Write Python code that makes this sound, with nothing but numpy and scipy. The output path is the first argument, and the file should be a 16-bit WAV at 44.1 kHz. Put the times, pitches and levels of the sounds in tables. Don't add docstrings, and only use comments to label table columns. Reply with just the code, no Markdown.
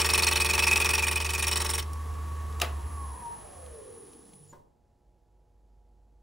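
import sys
import numpy as np
from scipy import signal
from scipy.fft import rfft, irfft, next_fast_len
from scipy.io import wavfile
from scipy.ndimage import uniform_filter1d, map_coordinates

SR = 44100
rng = np.random.default_rng(int(sys.argv[2]) if len(sys.argv) > 2 else 0)


def store_pcm(level_fs):
    pcm = np.round(np.clip(level_fs, -1, 1) * 32767).astype(np.int16)
    wavfile.write(sys.argv[1], SR, np.atleast_2d(pcm).T)


N = 274302
T = np.arange(N) / SR
BELT_RATIO, SUPPLY_RATIO = 3.395, 2.5

# time in seconds, tearing in dB, ring of the gouge in dB, knocking in dB.
CUT_LEVELS = [(0.0, -29.5, -35.5, -32.5), (0.2, -28, -30, -33), (0.4, -30.5, -33, -35.5),
              (0.68, -29.5, -27.5, -32.5), (0.95, -30.5, -33, -35), (1.25, -35, -39, -41),
              (1.48, -31, -37.5, -39), (1.628, -33.5, -49.5, -37), (1.8, -34, -52, -41.5)]
# share of a turn, relative level in dB.
TEAR_OVER_TURN = [(0, -6), (.025, 3), (.1, 5), (.23, 0.5), (.31, 4.5), (.53, 4.5), (.6, -4), (.72, -8),
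                  (.84, -12), (1, -9.5)]
# share of a turn, relative level in dB.
PUSH_OVER_TURN = [(0, -7.5), (.05, 5.5), (.11, 0), (.17, 3), (.4, 0), (.72, 0.5), (1, -13.5)]
# start in seconds, extra level in dB.
CATCHES = [(.578, 1.5), (.667, 1), (.712, 4), (.845, 2), (.934, 2), (1.157, 1), (1.201, -2), (1.290, -2.5),
           (1.335, 1.5), (1.602, -2.5), (1.691, 2)]
# middle in seconds, half length in seconds, pitch in Hz, level in dB.
CHATTER = [(.148, .006, 2580, -21), (.511, .007, 2500, -24), (.638, .007, 2580, -23),
           (.671, .005, 2580, -21), (.720, .012, 2584, -17), (.849, .005, 2508, -20),
           (.940, .007, 2567, -19), (1.04, .006, 2430, -21), (1.165, .006, 2468, -24)]
# middle in seconds, half length in seconds, place as a share of a turn,
# width as a share of a turn, pitch in Hz, relative level in dB.
SQUEAKS = [(.25, 0.21, .3, 0.093, 4257, -32), (.3, 0.33, 0.37, .047, 5540, -37.5),
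           (.25, .3, .5, 0.04, 3490, -38.5), (1.62, 0.3, .35, .2, 5490, -43.5)]
# frequency in Hz, relative density in dB per Hz.
TEAR_COLOUR = [(100, -17.5), (400, -15.5), (900, -2), (1500, -0.5), (2000, -1.5), (2800, -5.5), (4200, -1),
               (6500, -2), (10700, 0), (12500, -2), (15000, -0.5)]
# frequency in Hz, relative density in dB per Hz.
KNOCK_COLOUR = [(30, -26), (100, -9), (200, -8.5), (450, -4.5), (660, -10), (900, 0.5), (1250, -4),
                (1550, -3), (2200, -2.5), (4000, -5.5), (9000, -32)]
# frequency in Hz, relative level in dB.
SCRAPE_COLOUR = [(150, -9.5), (500, -3.5), (1000, 3.5), (2500, -2.5), (9000, -8.0)]
RING_COLOUR = [(1500, -41.5), (2300, 4.0), (2500, 2.0), (2680, -1.5), (3300, -32.5)]
# frequency in Hz, width in Hz, lift in dB.
GOUGE_MODES = [(1860, 57, 11), (2978, 100, 11.5), (3464.5, 97, 8), (3770, 93, 8), (4479, 190, 4),
               (5070, 130, -2.5), (5490, 180, 12.5), (8660, 307, 14)]
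# frequency in Hz, width in Hz, lift in dB.
WORKPIECE_MODES = [(135, 10, 10.5), (202, 12, 15), (362, 14, 16.5), (384, 28, 13.5), (449, 20, 12),
                   (584, 14, 15.5), (705, 60, 4), (832, 14, 6), (896, 45, 8.5), (1135, 40, 11.5),
                   (1238, 18, 8), (1368, 24, 10), (1660, 30, 5), (1956, 30, 8.5), (2200, 25, 9)]
# frequency in Hz, width in Hz, lift in dB.
RING_MODES = [(2322, 30, 16), (2425, 44, 27), (2490, 40, 23), (2556, 40, 32.5), (2612, 55, 25)]
# frequency in Hz, relative level in dB.
TAP_COLOUR = [(1500, -16), (4000, -6), (5500, 0.5), (11000, -1), (15000, 2)]

# start in seconds, crack in dB, ring of the box in dB.
SWITCH_EVENTS = [(2.6001, -28, -32.5), (2.6148, -28.5, -40), (2.6173, -14.5, -16), (2.6232, -33, -19.5),
                 (2.646, -36.5, -36)]
# frequency in Hz, relative level in dB, t60 in seconds.
SWITCH_BOX_MODES = [(370, -18, 0.11), (518, -6, 0.1), (644, 5, 0.074), (706, 10.5, 0.069), (786, -6, 0.091),
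                    (1150, 1, 0.09), (1265, 14, 0.041), (1730, -10, 0.08), (1890, -3, 0.07),
                    (2073, -8, 0.11), (2350, -5, 0.13), (2560, -12, 0.13), (2780, -12, 0.13),
                    (3810, 11, 0.06), (4716, -6.5, 0.1)]
# frequency in Hz, relative density in dB per Hz.
CRACK_COLOUR = [(200, -9), (1200, -8.5), (2700, 2), (4500, -2.5), (7000, -3.5), (11000, -8.5),
                (15500, -11.5)]
# frequency in Hz, relative level in dB.
RATTLE_COLOUR = [(150, -12.0), (400, 3.0), (1400, -5), (3500, -9.5), (5500, -19.0), (15000, -20.0)]
# start in seconds, level in dB.
TICKS = [(2.14, -51), (2.525, -52), (3.662, -50), (4.132, -55), (4.334, -56)]

# multiple of the supply rate, relative level in dB under power, and in dB braking.
WHINE_LINES = [(4, -13, -8), (8, -15, -13.5), (13, -12, -11), (18, -4.5, 6.5), (19, -10, -2.5),
               (20, 2.5, -2), (21, -4, -8.5), (22, -13, 2.5), (24, 0.5, 9), (25, -16, -4.5)]
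# frequency in Hz, relative level in dB.
WHINE_COLOUR = [(40, -26.5), (140, -6), (240, -4.5), (340, -5), (460, -1.5), (560, -3), (700, -8.5),
                (850, -7), (930, -1.5), (1000, -5), (1100, 0.5), (1250, -8), (2000, -14)]
# frequency in Hz, width in Hz, lift in dB.
FRAME_MODES = [(150, 30, 8), (462, 34, 10), (716, 35, 5.4), (944, 15, 15), (1114, 61, 14),
               (1780, 153.4, 4.6)]
# distance from it as a multiple of the supply rate,
# relative level in dB under power, and in dB braking.
SIDEBANDS = [(23, 0, 4), (21, -7, 3), (19, -9, -2), (17, -16, -5), (15, -16, -5), (13, -16, -7),
             (9, -11, -3), (7, -10, -6), (5, -6, -8), (3, 1, -3), (1, -4, -3), (-1, .5, 3), (-3, -1.5, 0),
             (-5, -6, -7), (-9, -16, -10), (-16, -6, -10), (-21, -11, -8)]
# frequency in Hz, relative density in dB per Hz.
SWITCHING_HISS = [(6000, -40.5), (10000, -3.5), (12000, -1), (15500, -2)]
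# multiple of spindle speed, relative level in dB.
UNBALANCE = [(2, 10), (BELT_RATIO, 0), (4, 0), (2 * BELT_RATIO, -3)]
# frequency in Hz, gain in dB.
MOUNTS = [(25, -58), (38, -47), (45, -30.5), (52, -31), (60, -22), (65, -16), (68, 0.5), (73, 2.5), (77, 0),
          (82, -4.5), (88, -25.5), (150, -24.5), (300, -41)]
# frequency in Hz, relative density in dB per Hz.
RUMBLE_COLOUR = [(25, -14.5), (60, 7), (120, 0), (200, -5.5), (450, -8.5), (620, -14.5), (1100, -8.5),
                 (1500, -16.5), (2200, -19), (5000, -29)]
# frequency in Hz, width in Hz, lift in dB.
HOUSING_MODES = [(149.8, 42, 3.3), (453.7, 21, 7), (714, 46, 6.31), (933, 17, 6.5), (1105, 160, 6.3),
                 (1747, 130, 6.8)]
# frequency in Hz, relative density in dB per Hz.
HISS_COLOUR = [(500, -5), (2000, -3.5), (3200, 2), (4500, 1.5), (7000, 3.5), (8900, 6), (9500, 3.5),
               (11200, -0.5), (12200, -7), (15500, -10)]
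# frequency in Hz, relative density in dB per Hz.
GROWL_COLOUR = [(100, -17), (250, 3.5), (450, 5), (600, -9), (800, -0.5), (1200, -20), (2500, -46)]
# frequency in Hz, width in Hz, lift in dB.
GROWL_MODE = [(470, 27, 11.0)]
# frequency in Hz, relative level in dB.
THUD_COLOUR = [(100, 7), (500, 1), (750, -7.0), (1050, 4.0), (1300, -12), (1600, -13), (2050, -21),
               (2600, -22), (9000, -25)]
# frequency in Hz, relative level in dB, t60 in seconds.
STOP_MODES = [(450, -6, 0.24), (498, -8, 0.2), (577, -2.5, 0.28), (722, -12, 0.2), (930, 0.5, 0.27),
              (1050, 3, 0.065), (1455, -9.5, 0.2), (1620, -6, 0.11), (2030, -13, 0.12)]

# frequency in Hz, relative level in dB.
ROOM_AIR = [(20, -14), (50, 2), (100, -5), (160, -12), (400, -17), (800, -20), (1200, -33), (2500, -39.5),
            (8000, -41), (15500, -48)]
# frequency in Hz, relative level in dB.
ROOM_HUM = [(360, -83), (479, -83), (721, -87), (839.8, -79), (958, -90), (1319, -100)]
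# frequency in Hz, t60 in seconds before the life factor.
SHOP_DECAY = [(200, 0.68), (1000, 0.46), (4000, 0.27), (12000, 0.06)]
# frequency in Hz, side gain in dB.
WIDTH = [(30, -9.5), (70, -16), (150, -17), (300, -15), (550, -5), (950, -5.5), (1500, -22.5),
         (3000, -39.5), (8000, -30), (15000, -18.5)]
# frequency in Hz, side gain in dB.
CUT_WIDTH = [(30, -14), (70, -22.5), (150, -18), (300, -20), (550, -14.5), (950, -9), (1700, -24.5),
             (2500, -21.5), (6000, -21.5), (10000, -13.5), (15000, -10)]
# frequency in Hz, lead in radians.
PORT_LEAD = [(7900, 0), (8150, 1.9), (9000, 1.9), (10400, 0), (11800, 0), (12900, -np.pi), (13900, -np.pi),
             (15100, -2 * np.pi)]

RUN_TURNS_PER_S = 22.475
BRAKE_S, BRAKE_TURNS_PER_S2, BRAKE_RISE_S = 2.65, 11.3, 0.4
LIFT_S, TAP_S = 1.84, 1.9325
DRIVE_OFF_S, STOP_S = 4.505, 4.526
RUN_OUT_DB_PER_S = 171
HUM_DB, HUM_DB_PER_DECADE = -32, 35
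RUMBLE_DB, RUMBLE_DB_PER_DECADE = -46, 27.5
HISS_DB, HISS_DB_PER_DECADE = -59, 9
WHINE_DB, WHINE_DB_PER_DECADE, WHINE_BRAKING_DB = -53, 9, 4
WHISTLE_DB, WHISTLE_DB_PER_DECADE, WHISTLE_BRAKING_DB = -69.5, 11.5, 9.5
SWITCHING_HZ, SWITCHING_HISS_DB = 9993, -76
GROWL_DB, GROWL_PEAK_S, GROWL_SWELL_S = -59, 4.05, 0.44
DRONE_DB, DRONE_START_S, DRONE_RISE_S = -58.5, 4.77, 0.65
ENTRY_DB, ENTRY_S = 2.5, 0.0053
STRIKE_DB = 23.5
CHIP_COLOUR_DB = 1.5
SNAPS_PER_S, SNAP_DB = 420, -3
SNAP_HZ, SNAP_OCTAVES, SNAP_CYCLES = 4800, .7, 7
TAP_DB = -30
STOP_RISE_S = 0.0034
TOP_HZ = 15790


def amp(db):
    return 10 ** (np.asarray(db) / 20)


def unit(x):
    return x / np.sqrt(np.mean(x ** 2) + 1e-20)


def along(points, hz):
    f, v = np.transpose(points)
    return np.interp(np.log(hz + 1), np.log(f + 1), v)


def curves(rows):
    s, *columns = np.transpose(rows)
    return [np.interp(T, s, column) for column in columns]


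def wobble(rate):
    knots = rng.standard_normal(int(N * rate / SR) + 4)
    return map_coordinates(knots, [T * rate])


def filtered(x, response):
    size = next_fast_len(N + SR // 2)
    return irfft(rfft(x, size) * response(np.fft.rfftfreq(size, 1 / SR)), size)[..., :N]


def body(x, spectrum, resonances=()):
    size = 2 * next_fast_len(N // 2 + SR // 4)
    hz = np.fft.rfftfreq(size, 1 / SR)
    lift = 1
    for centre, width, db in resonances:
        lift = lift + (amp(db) ** 2 - 1) / (1 + (2 * (hz - centre) / width) ** 2)
    gain = amp(along(spectrum, hz)) * np.sqrt(np.abs(lift))
    cepstrum = irfft(np.log(gain + 1e-6))
    cepstrum[1:size // 2] *= 2
    cepstrum[size // 2 + 1:] = 0
    return irfft(rfft(x, size) * np.exp(rfft(cepstrum)))[:N]


def decay(s, t60):
    return (T >= s) * amp(-60 * np.abs(T - s) / t60)


def ringing(s, modes):
    return sum(amp(db) * decay(s, t60) * np.sin(2 * np.pi * hz * (T - s)) for hz, db, t60 in modes)


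def tones(turns, orders, blur, rate, carrier_hz=0):
    out = np.zeros(N)
    for order, db in orders:
        cycles = carrier_hz * T + order * turns + rng.random()
        out += amp(db) * np.sin(2 * np.pi * cycles + blur * wobble(rate))
    return out


def spindle():
    slowed = BRAKE_TURNS_PER_S2 * np.maximum(T - BRAKE_S, 0)
    return (RUN_TURNS_PER_S - slowed) * (T < STOP_S)


def with_speed(speed, db, db_per_decade):
    decades = np.log10(np.maximum(speed / RUN_TURNS_PER_S, .1))
    return amp(db + db_per_decade * decades - RUN_OUT_DB_PER_S * np.maximum(T - STOP_S, 0))


def gouge(turns):
    tear_db, ring_db, knock_db = curves(CUT_LEVELS)
    angle = (turns + .004) % 1
    bite = unit(amp(np.interp(angle, *np.transpose(TEAR_OVER_TURN))))
    entry = amp(ENTRY_DB) * np.exp(-angle / RUN_TURNS_PER_S / ENTRY_S)
    knock = knocking(angle) * amp(knock_db)
    steel = tearing(bite, entry) * amp(tear_db) + edge_ring(angle, bite, entry) * amp(ring_db)
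    stiffness = .006 * bite + .007 * wobble(25)
    singing = np.minimum(bite, 1) ** 2 * chatter()
    contact = np.clip((LIFT_S - T) / 0.045, 0, 1)
    return contact * (knock + bent(steel, stiffness) + singing + squeaks(angle))


def knocking(angle):
    push = unit(amp(np.interp(angle, *np.transpose(PUSH_OVER_TURN))))
    share = np.linspace(0, 1, 1000)
    relief = rng.standard_normal(len(share)) * amp(np.interp(share, *np.transpose(PUSH_OVER_TURN))) ** 2
    surface = irfft(np.exp(1j * np.angle(rfft(relief))))
    bumps = unit(map_coordinates(surface, [angle * len(surface)], mode="grid-wrap"))
    scrape = unit(body(push * fibres(spread_db=4.5), SCRAPE_COLOUR))
    force = amp(0.72 * wobble(60)) * (bumps * np.sqrt(push) + amp(-7.5) * scrape)
    return unit(body(force, KNOCK_COLOUR, WORKPIECE_MODES))


def tearing(bite, entry):
    depth = amp(1.3 * wobble(160) + sum(db * decay(s, t60=0.06) for s, db in CATCHES))
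    breaking = patchy(fibres(spread_db=1.0), CHIP_COLOUR_DB) + snaps()
    return unit(body(depth * np.hypot(bite, entry) * breaking, TEAR_COLOUR, GOUGE_MODES))


def edge_ring(angle, bite, entry):
    strike = amp(STRIKE_DB) * (np.diff(angle, prepend=0) < 0)
    rubbing = np.hypot(bite ** 1.6, entry) * fibres(spread_db=2.0)
    return unit(body(strike + rubbing, RING_COLOUR, RING_MODES))


def fibres(spread_db):
    return rng.standard_normal(N) * amp(spread_db * wobble(2500))


def patchy(x, depth_db):
    z = signal.stft(x, nperseg=256)[2]
    field = uniform_filter1d(rng.standard_normal(z.shape), size=7, axis=0)
    field = uniform_filter1d(field, size=4, axis=1)
    return signal.istft(z * amp(depth_db * unit(field)), nperseg=256)[1][:N]


def snaps():
    start, pitch, size = np.split(rng.random((int(SNAPS_PER_S * N / SR), 3)), 3, axis=1)
    t = np.arange(SR // 100) / SR
    hz = SNAP_HZ * 2 ** (SNAP_OCTAVES * np.sqrt(3) * (2 * pitch - 1))
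    damping = np.exp(-hz * t / SNAP_CYCLES)
    grains = amp(10 * size) * np.sqrt(hz) * damping * np.sin(2 * np.pi * hz * t)
    at = (start * N).astype(int) + np.arange(len(t))
    return amp(SNAP_DB) * unit(np.bincount(at.ravel(), grains.ravel(), N)[:N])


def bent(x, sharpen):
    shift = np.cumsum(sharpen - uniform_filter1d(sharpen, SR // 5))
    return map_coordinates(x, [np.arange(N) + shift], mode="mirror")


def chatter():
    flutter = .35 * wobble(200)
    out = np.zeros(N)
    for s, length, hz, db in CHATTER:
        out += amp(db) * np.exp(-((T - s) / length) ** 2) * np.sin(2 * np.pi * hz * T + flutter)
    return out


def squeaks(angle):
    out = np.zeros(N)
    for s, length, at, width, hz, db in SQUEAKS:
        squeal = np.sqrt(8) * np.sin(2 * np.pi * hz * T + 1.3 * wobble(350))
        window = np.exp(-((angle - at) / width) ** 2 - ((T - s) / length) ** 2)
        out += amp(db + 2.6 * wobble(25)) * window * squeal
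    return out


def tap():
    touch = body(rng.standard_normal(N) * decay(TAP_S, t60=0.025), TAP_COLOUR, GOUGE_MODES)
    return amp(TAP_DB) * touch / np.max(np.abs(touch))


def crack_noise():
    return unit(body(rng.standard_normal(N), CRACK_COLOUR))


def switch():
    crack = crack_noise()
    rattle = unit(body(rng.standard_normal(N), RATTLE_COLOUR))
    out = np.zeros(N)
    for s, crack_db, box_db in SWITCH_EVENTS:
        box = amp(-18.0) * ringing(s, SWITCH_BOX_MODES) + amp(-17.0) * rattle * decay(s, t60=0.18)
        onset = 1 - decay(s, t60=0.026)
        out += amp(crack_db) * crack * decay(s, t60=0.014) + amp(box_db) * onset * box
    return out


def ticks():
    return crack_noise() * sum(amp(db) * decay(s, t60=0.033) for s, db in TICKS)


def motor(speed, turns):
    hum = np.zeros(N)
    for order, db in UNBALANCE:
        hum += amp(along(MOUNTS, order * speed)) * tones(turns, [(order, db)], blur=0.2, rate=2.7)
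    return hum * with_speed(speed, HUM_DB, HUM_DB_PER_DECADE)


def supply_tones(table, turns, braking, waver, fade_db, carrier_hz=0):
    out = np.zeros(N)
    unrest = .35 + .65 * braking
    for multiple, driven_db, braked_db in table:
        level_db = driven_db + (braked_db - driven_db) * braking + unrest * fade_db * wobble(13)
        orders = [(round(multiple) * SUPPLY_RATIO, 0)]
        out += amp(level_db) * tones(turns, orders, waver * unrest, rate=45, carrier_hz=carrier_hz)
    return out


def whine(speed, turns, braking):
    lines = supply_tones(WHINE_LINES, turns, braking, waver=.55, fade_db=2)
    lines = lines * amp((1 + 1.5 * braking) * wobble(170))
    level = with_speed(speed, WHINE_DB + WHINE_BRAKING_DB * braking, WHINE_DB_PER_DECADE)
    return unit(body(lines, WHINE_COLOUR, FRAME_MODES)) * level


def drive(speed, turns, braking):
    whistle = supply_tones(SIDEBANDS, turns, braking, waver=1, fade_db=3, carrier_hz=SWITCHING_HZ)
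    level = with_speed(speed, WHISTLE_DB + WHISTLE_BRAKING_DB * braking, WHISTLE_DB_PER_DECADE)
    electronics = unit(body(rng.standard_normal(N), SWITCHING_HISS)) * amp(SWITCHING_HISS_DB)
    powered = np.clip((DRIVE_OFF_S - T) / .02, 0, 1)
    return powered * (whistle * level + electronics)


def bearings_and_air(speed, turns):
    swish = amp(0.48 * np.sin(2 * np.pi * turns))
    rumble = unit(body(rng.standard_normal(N), RUMBLE_COLOUR, HOUSING_MODES))
    hiss = unit(body(fibres(spread_db=2.0), HISS_COLOUR))
    rumble_level = with_speed(speed, RUMBLE_DB, RUMBLE_DB_PER_DECADE)
    return swish * (rumble * rumble_level + hiss * with_speed(speed, HISS_DB, HISS_DB_PER_DECADE))


def growl(turns):
    judder = amp(1.4 * np.sin(2 * np.pi * BELT_RATIO * turns)) * fibres(spread_db=0.5)
    swell = np.exp(-((T - GROWL_PEAK_S) / GROWL_SWELL_S) ** 2)
    return unit(body(judder, GROWL_COLOUR, GROWL_MODE)) * amp(GROWL_DB) * swell


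def standstill():
    beep = np.sin(2 * np.pi * 7000 * T) + amp(-3) * np.sin(4 * np.pi * 7000 * T)
    beep = amp(-55) * beep * np.exp(-((T - DRIVE_OFF_S) / .016) ** 2)
    hold = np.sin(2 * np.pi * 150 * T) + amp(-1.5) * np.sin(2 * np.pi * 100 * T)
    hold = amp(-56.5) * hold * np.exp(-((T - 4.49) / 0.1) ** 2)
    thud = unit(body(rng.standard_normal(N), THUD_COLOUR)) * decay(STOP_S, t60=0.34)
    clunk = amp(-51) * thud + amp(-53.0) * ringing(STOP_S, STOP_MODES)
    rise = np.clip((T - STOP_S) / STOP_RISE_S, 0, 1)
    return beep + hold + rise * clunk


def walls(x, life):
    hz, t, z = signal.stft(rng.standard_normal(SR // 2), SR, nperseg=256)
    fall = amp(-60 * t / (life * along(SHOP_DECAY, hz)[:, None]))
    tail = signal.istft(z * fall, SR, nperseg=256)[1]
    return signal.fftconvolve(x, tail / np.linalg.norm(tail))[:N]


def workshop():
    hum = np.zeros(N)
    for hz, db in ROOM_HUM:
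        hum += amp(db) * np.sqrt(2) * np.sin(2 * np.pi * hz * T + .2 * wobble(5))
    air, spread = (amp(-67) * unit(body(noise, ROOM_AIR)) for noise in rng.standard_normal((2, N)))
    swell = 1 - np.exp(-np.maximum(T - DRONE_START_S, 0) / DRONE_RISE_S)
    drone = amp(DRONE_DB) * swell * np.sqrt(2) * np.sin(2 * np.pi * 50 * T + .4 * wobble(4))
    mid = (hum + drone) * amp(wobble(6.7)) + air
    side = filtered(spread, lambda hz: amp(along(WIDTH, hz)))
    return np.array([mid + side, mid - side]) * amp([[-.8], [.8]])


def scene():
    speed = spindle()
    turns = np.cumsum(speed) / SR
    braking = np.clip((T - BRAKE_S) / BRAKE_RISE_S, 0, 1)
    work = gouge(turns) + tap() + switch() + ticks()
    machine = whine(speed, turns, braking) + drive(speed, turns, braking)
    machine = machine + bearings_and_air(speed, turns) + growl(turns) + standstill()
    mid = work + machine + amp(-15) * walls(work + machine, life=1)
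    work_side = filtered(walls(work, life=0.81), lambda hz: amp(along(CUT_WIDTH, hz)))
    machine_side = filtered(walls(machine, life=0.81), lambda hz: amp(along(WIDTH, hz)))
    side = work_side + machine_side
    lathe = np.array([mid + side, mid - side]) * amp([[-.1], [.1]])
    return lathe + motor(speed, turns) * amp([[-.4], [.4]]) + workshop()


def record(dry):
    def ports(hz):
        lead = np.interp(hz, *np.transpose(PORT_LEAD))
        low_pass = np.clip((TOP_HZ - hz) / 150 + .5, 0, 1)
        return np.array([np.ones_like(hz), np.exp(-1j * lead)]) * low_pass
    return filtered(dry, ports)


dry = scene()
out = record(dry)
store_pcm(out)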